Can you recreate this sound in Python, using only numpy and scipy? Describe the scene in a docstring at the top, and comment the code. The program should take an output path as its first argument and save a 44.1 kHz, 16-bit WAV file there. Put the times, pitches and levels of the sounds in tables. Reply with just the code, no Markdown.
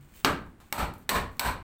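"""A bare masonry room hums briefly over outdoor rumble, and grit scrapes under a steel chisel.
From 0.25 s a hammer, a few metres away, drives the chisel into the plastered wall with four blows.
Each is a dry crack with a thin steel ring; a limiter ducks on it, so the room's wash and low boom
swell back afterwards. Between blows the tip is reset and grit trickles. At 1.63 s all stops abruptly."""
import sys
import numpy as np
from scipy import signal
from scipy.fft import rfft, irfft
from scipy.io import wavfile
from scipy.ndimage import uniform_filter1d, minimum_filter1d

SR = 44100
rng = np.random.default_rng(int(sys.argv[2]) if len(sys.argv) > 2 else 0)


def dump(signal):
    """Clip the signal to [-1, 1] and save it as 16-bit WAV at the path in sys.argv[1]."""
    limited = np.clip(np.atleast_2d(signal).T, -1, 1)
    pcm = np.round(limited * 32767).astype(np.int16)
    wavfile.write(sys.argv[1], SR, pcm)


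N = 79380
HZ = np.fft.rfftfreq(2 ** 15, 1 / SR)  # frequency axis of the filters
T = np.arange(len(HZ) * 2 - 2) / SR  # time axis of one event

SPOT_WIDTH_HZ, SPOT_LOW_DB, SPOT_HIGH_DB, SPOT_RING_DB, SPOT_T60_S = 90, 6, 7.5, -10.5, .035
THUD_HZ, THUD_WIDTH_HZ = 288, 83
# hammer blows (time [s], crack [dB], crack t60 [s], room [dB], boom [dB], hollow thud [dB],
# brightness [dB], share of steel ring [0-1], lower and upper resonance of the struck spot [Hz],
# clack pitch [Hz], clack against crack [dB])
BLOWS = [(0.2472, -14, 0.049, -17, -15.5, 6.5, -8.5, 0.53, 1242, 1600, 2440, 2),
         (0.7259, -3.5, 0.013, -12, -8.5, 0, 3, 0.85, 857, 1310, 2228, 0.5),
         (1.0921, -10.5, 0.061, -12.5, -9.5, -2, 3.5, 0.67, 1067, 1800, 2482, 0),
         (1.395, -6.5, .036, -12, -17.5, -5, 1.5, 1, 1000, 1560, 2276, 0)]
def hammer():
    """Impact excitation: each blow drives the modes of the tool, the struck spot and the room."""
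    out = np.zeros(N)
    for (s, crack_db, t60, room_db, boom_db, thud_db,
         bright_db, ring, low_hz, high_hz, clack_hz, clack_db) in BLOWS:
        spot = SPOT_LOW_DB * bump(low_hz, SPOT_WIDTH_HZ) + SPOT_HIGH_DB * bump(high_hz, SPOT_WIDTH_HZ)
        colour = tool_colour(ring) + spot + thud_db * bump(THUD_HZ, THUD_WIDTH_HZ) + bright_db * treble()
        spot_ring = ringing([(hz, SPOT_RING_DB, SPOT_T60_S) for hz in (low_hz, high_hz)])
        contact = direct_crack(t60, colour) + amp(clack_db) * clack(clack_hz) + spot_ring
        after_ring = amp(thud_db) * hollow_thud() + ring * amp(bright_db) * chisel()
        add(out, s, amp(crack_db) * contact)
        add(out, s, amp(room_db) * (coloured(wash(), colour) + after_ring))
        add(out, s, amp(boom_db) * boom())
    return out


SNAP_DB, SNAP_T60_S = 1.5, .012
def crack(t60):
    """Broadband transient: the snap of first contact and a dense burst of crushing plaster."""
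    return rng.choice([-1., 1.], len(T)) * (fade(t60) + amp(SNAP_DB) * fade(SNAP_T60_S))


# spectrum of the direct sound against the room's wash (frequency [Hz], gain [dB])
DIRECT_SPECTRUM = [(100, -22.5), (400, -7.5), (1000, -8.5), (2200, -1.5), (5000, 7.5), (9000, -1.5),
                   (15000, 4)]
def direct_crack(t60, colour):
    """Direct field: the crack arrives brighter than the reverberation."""
    return coloured(crack(t60), colour + along(DIRECT_SPECTRUM, HZ))


# modes of the clack (frequency [multiple of pitch], level [dB], t60 [s])
CLACK_MODES = [(.76, -7, 0.028), (1, 1.5, 0.017), (1.24, -7, 0.016), (1.78, -6.5, 0.0073),
               (2.5, -10.5, 0.021)]
def clack(pitch_hz):
    """Heavy damping: inharmonic modes die within hundredths of a second."""
    return ringing([(ratio * pitch_hz, db, t60) for ratio, db, t60 in CLACK_MODES])


PING_HZ, PING_RING_DB, PING_T60_S = 15000, -18, .17  # the steel's highest mode
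# modes of the chisel (frequency [Hz], relative level [dB], t60 [s])
CHISEL_MODES = [(8500, -27.5, 0.28), (10700, -29, .29), (11950, -26.5, 0.25)]
def chisel():
    """Free vibration: lightly damped steel keeps a thin, high ring."""
    return ringing(CHISEL_MODES + [(PING_HZ, PING_RING_DB, PING_T60_S)])


# modes of the hollow wall (frequency [Hz], level [dB], t60 [s])
HOLLOW_MODES = [(203.4, -18, 0.27), (271.2, -10.5, .15), (382.6, -11, .13)]
def hollow_thud():
    """Damped resonance: the hollow wall answers with a short, low knock."""
    return ringing(HOLLOW_MODES)


PING_WIDTH_HZ, PING_LIFT_DB = 150, 22
# broad spectrum of the struck wall (frequency [Hz], gain [dB])
WALL_SPECTRUM = [(30, -3.5), (55, 4), (100, -1), (200, -1.5), (350, -4), (650, -1.5), (1000, 2.5),
                 (1500, -2), (2000, -5), (3300, -10), (4500, -12.5), (5500, -17), (7500, -15.5),
                 (10000, -21.5), (14000, -19.5), (16000, -24.5)]
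# resonances of chisel and hammer (frequency [Hz], width [Hz], full lift [dB])
STEEL_PEAKS = [(2350, 110, 6), (2850, 110, 2.5), (3800, 150, 4.5), (4313, 190, 7.5), (5700, 210, 4),
               (8160, 420, 13.5), (9070, 99, 9.5), (10640, 82, 13), (12267, 630, 14.5)]
def tool_colour(ring):
    """Frequency response in dB: a share of the steel's resonances stands on the wall's spectrum."""
    steel = sum(db * bump(hz, width) for hz, width, db in STEEL_PEAKS)
    ping = PING_LIFT_DB * bump(PING_HZ, PING_WIDTH_HZ)
    return along(WALL_SPECTRUM, HZ) + ring * (steel + ping)


BUILD_S, BASS_BUILD_S, BASS_HZ = .0025, .048, 110
# reverberation time of the room (frequency [Hz], t60 [s])
ROOM_T60 = [(60, 0.73), (120, 0.52), (250, 0.57), (600, 0.39), (1300, 0.36), (3000, .32), (8000, 0.24),
            (15000, 0.2)]
def wash():
    """Diffuse field: it builds up, slower in the bass, then each frequency decays at its own rate."""
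    hz, t, spectrum = signal.stft(rng.standard_normal(len(T)), SR, nperseg=512)
    hz = hz[:, None]
    rise_s = BUILD_S + BASS_BUILD_S / (1 + (hz / BASS_HZ) ** 2)
    decay = np.exp(-np.log(1000) * t / along(ROOM_T60, hz))
    return signal.istft(spectrum * decay * (1 - np.exp(-t / rise_s)), SR, nperseg=512)[1][:len(T)]


# low modes of the room (frequency [Hz], level [dB], t60 [s], rise time [s])
ROOM_MODES = [(53.74, -12, 0.5, 0.057), (86.2, -23, .6, 0.042), (192, -19, .45, .02),
              (253, -22.5, 0.49, 0.026), (373, -27, 0.26, 0.018), (583.3, -16.5, 0.37, .01)]
def boom():
    """Standing waves: low modes between the walls swell and linger."""
    return sum(amp(db) * fade(t60) * (1 - np.exp(-T / rise)) * np.sin(2 * np.pi * (hz * T + rng.random()))
               for hz, db, t60, rise in ROOM_MODES)


# touches of the tip and falling chips (time [s], level [dB], brightness [dB], room against contact [dB])
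LIGHT_CONTACTS = [(.463, -67, 22, -11), (.602, -57, 9, 2.5), (.938, -50, 33.5, -7.5),
                  (.956, -64.5, 22.5, -6), (.982, -57.5, 41.5, -2), (1.316, -67, 25.5, 1.5),
                  (1.369, -56.5, 19.5, -17)]
def taps():
    """Weak impacts: small contacts excite the same wall and room."""
    out = np.zeros(N)
    for s, db, bright_db, room_db in LIGHT_CONTACTS:
        contact = crack(t60=.017) + amp(room_db) * wash()
        add(out, s, amp(db) * coloured(contact, along(WALL_SPECTRUM, HZ) + bright_db * treble()))
    return out


GRAINS_PER_S, GRAIN_SPREAD_DB, GRIT_ROOM_DB = 980, .5, 1
# envelope of the grit (time [s], level [dB])
GRIT_LEVEL = [(0, -61), (.10, -65), (.155, -51.5), (0.204, -52.5), (.24, -60.5), (.45, -69), (.58, -77.5),
              (.68, -64.5), (.88, -71.5), (.95, -78), (1.02, -61.5), (1.08, -76.5), (1.29, -67.5),
              (1.38, -63), (1.45, -72), (1.62, -75)]
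# spectrum of the grit (frequency [Hz], gain [dB])
GRIT_SPECTRUM = [(200, -9), (1000, -2.5), (2500, 4.5), (5500, -6.5), (8300, 3), (10500, -8.5),
                 (12500, -5.5), (15500, 5.5)]
def grit():
    """Shot noise: grains scrape under the tip and trickle down the wall as random impulses."""
    grains = (rng.random(N) < GRAINS_PER_S / SR) * rng.standard_normal(N)
    grains *= amp(GRAIN_SPREAD_DB * rng.standard_normal(N))
    sand = unit(grains) + amp(GRIT_ROOM_DB) * unit(signal.fftconvolve(grains, wash())[:N])
    level_db = np.interp(np.arange(N) / SR, *np.transpose(GRIT_LEVEL))
    return unit(coloured(sand, along(GRIT_SPECTRUM, HZ))) * amp(level_db)


RUMBLE_DB = -56
# room resonance sounding at the start (frequency [Hz], level [dB], t60 [s])
OPENING_MODE = (141, -46.5, 0.34)
# spectrum of the outdoor rumble (frequency [Hz], gain [dB])
RUMBLE_SPECTRUM = [(20, -2.5), (55, 4), (85, 1), (130, -5.5), (200, -5), (300, -9), (600, -20.5),
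                   (1500, -20.5), (3000, -31), (6000, -41), (8300, -38), (16000, -43.5)]
def background():
    """Ambient noise: steady rumble enters by the open window while one low room mode dies away."""
    out = amp(RUMBLE_DB) * unit(coloured(rng.standard_normal(N), along(RUMBLE_SPECTRUM, HZ)))
    add(out, 0, ringing([OPENING_MODE]))
    return out


def amp(db):
    """Decibels to amplitude ratio."""
    return 10 ** (np.asarray(db) / 20)


def unit(x):
    """Normalisation to rms 1."""
    return x / np.sqrt(np.mean(x ** 2) + 1e-20)


def along(points, hz):
    """Interpolation of (frequency [Hz], value) points on a log axis."""
    f, v = np.transpose(points)
    return np.interp(np.log(hz + 1), np.log(f + 1), v)


def bump(hz, width_hz):
    """Gaussian peak of height 1."""
    return np.exp(-.5 * ((HZ - hz) / width_hz) ** 2)


def treble(corner_hz=6910):
    """High shelf, from 0 in the bass to 1 in the treble."""
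    return HZ ** 2 / (HZ ** 2 + corner_hz ** 2)


def coloured(x, db):
    """Minimum-phase filter shaped by a dB curve; white noise keeps its level."""
    cepstrum = irfft(np.log(unit(amp(db))))
    cepstrum[1:len(HZ) - 1] *= 2  # folding onto positive time makes the filter causal
    cepstrum[len(HZ):] = 0
    return signal.fftconvolve(x, irfft(np.exp(rfft(cepstrum))))[:len(x)]


def fade(t60):
    """Exponential decay by 60 dB in t60 seconds."""
    return np.exp(-np.log(1000) * T / t60)


def ringing(modes):
    """Modal sum of damped sines (frequency [Hz], level [dB], t60 [s])."""
    return sum(amp(db) * fade(t60) * np.sin(2 * np.pi * hz * T) for hz, db, t60 in modes)


def add(out, s, x):
    """Superposition of x onto out from time s."""
    i = round(s * SR)
    out[i:i + len(x)] += x[:N - i]


def scene():
    """Superposition: all sources sum at one microphone."""
    return (hammer() + taps() + grit() + background())[None]


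def recover(need_db, hold_s, db_per_s):
    """Hold and release: the gain in dB drops at once, waits, then climbs back steadily."""
    half = int(hold_s * SR) // 2
    held_db = minimum_filter1d(need_db, 2 * half + 1, origin=half)
    climb_db = db_per_s * np.arange(N) / SR
    return np.minimum.accumulate(held_db - climb_db) + climb_db


LIMIT_DB, SENSE_HZ, SENSE_S, LOOK_AHEAD_S, CEILING_DB, LATE_SHARE = -27.5, 8900, .002, .001, -7.5, .42
def limiter(x):
    """Side-chain limiting: treble peaks cut the gain; part creeps back, part waits and snaps back."""
    high = irfft(rfft(x) * (np.fft.rfftfreq(N, 1 / SR) > SENSE_HZ), N)
    level_db = 10 * np.log10(np.abs(uniform_filter1d(high ** 2, int(SENSE_S * SR))) + 1e-14)
    need_db = np.minimum(LIMIT_DB - level_db, 0)
    steady_db = recover(need_db, hold_s=.012, db_per_s=240.5)
    late_db = recover(need_db, hold_s=.05, db_per_s=1799.5)
    gain_db = (1 - LATE_SHARE) * steady_db + LATE_SHARE * late_db
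    ducked = x * amp(np.roll(gain_db, -int(LOOK_AHEAD_S * SR)))
    return ducked / (1 + (ducked / amp(CEILING_DB)) ** 4) ** .25  # soft clipping


END_S, TOP_HZ = 1.628, 15900
def record(dry):
    """Signal chain: limiter, abrupt stop and band limit."""
    x = limiter(dry[0]) * (np.arange(N) / SR < END_S)
    return irfft(rfft(x) * (np.fft.rfftfreq(N, 1 / SR) < TOP_HZ), N)[None]


dry = scene()
out = record(dry)
dump(out)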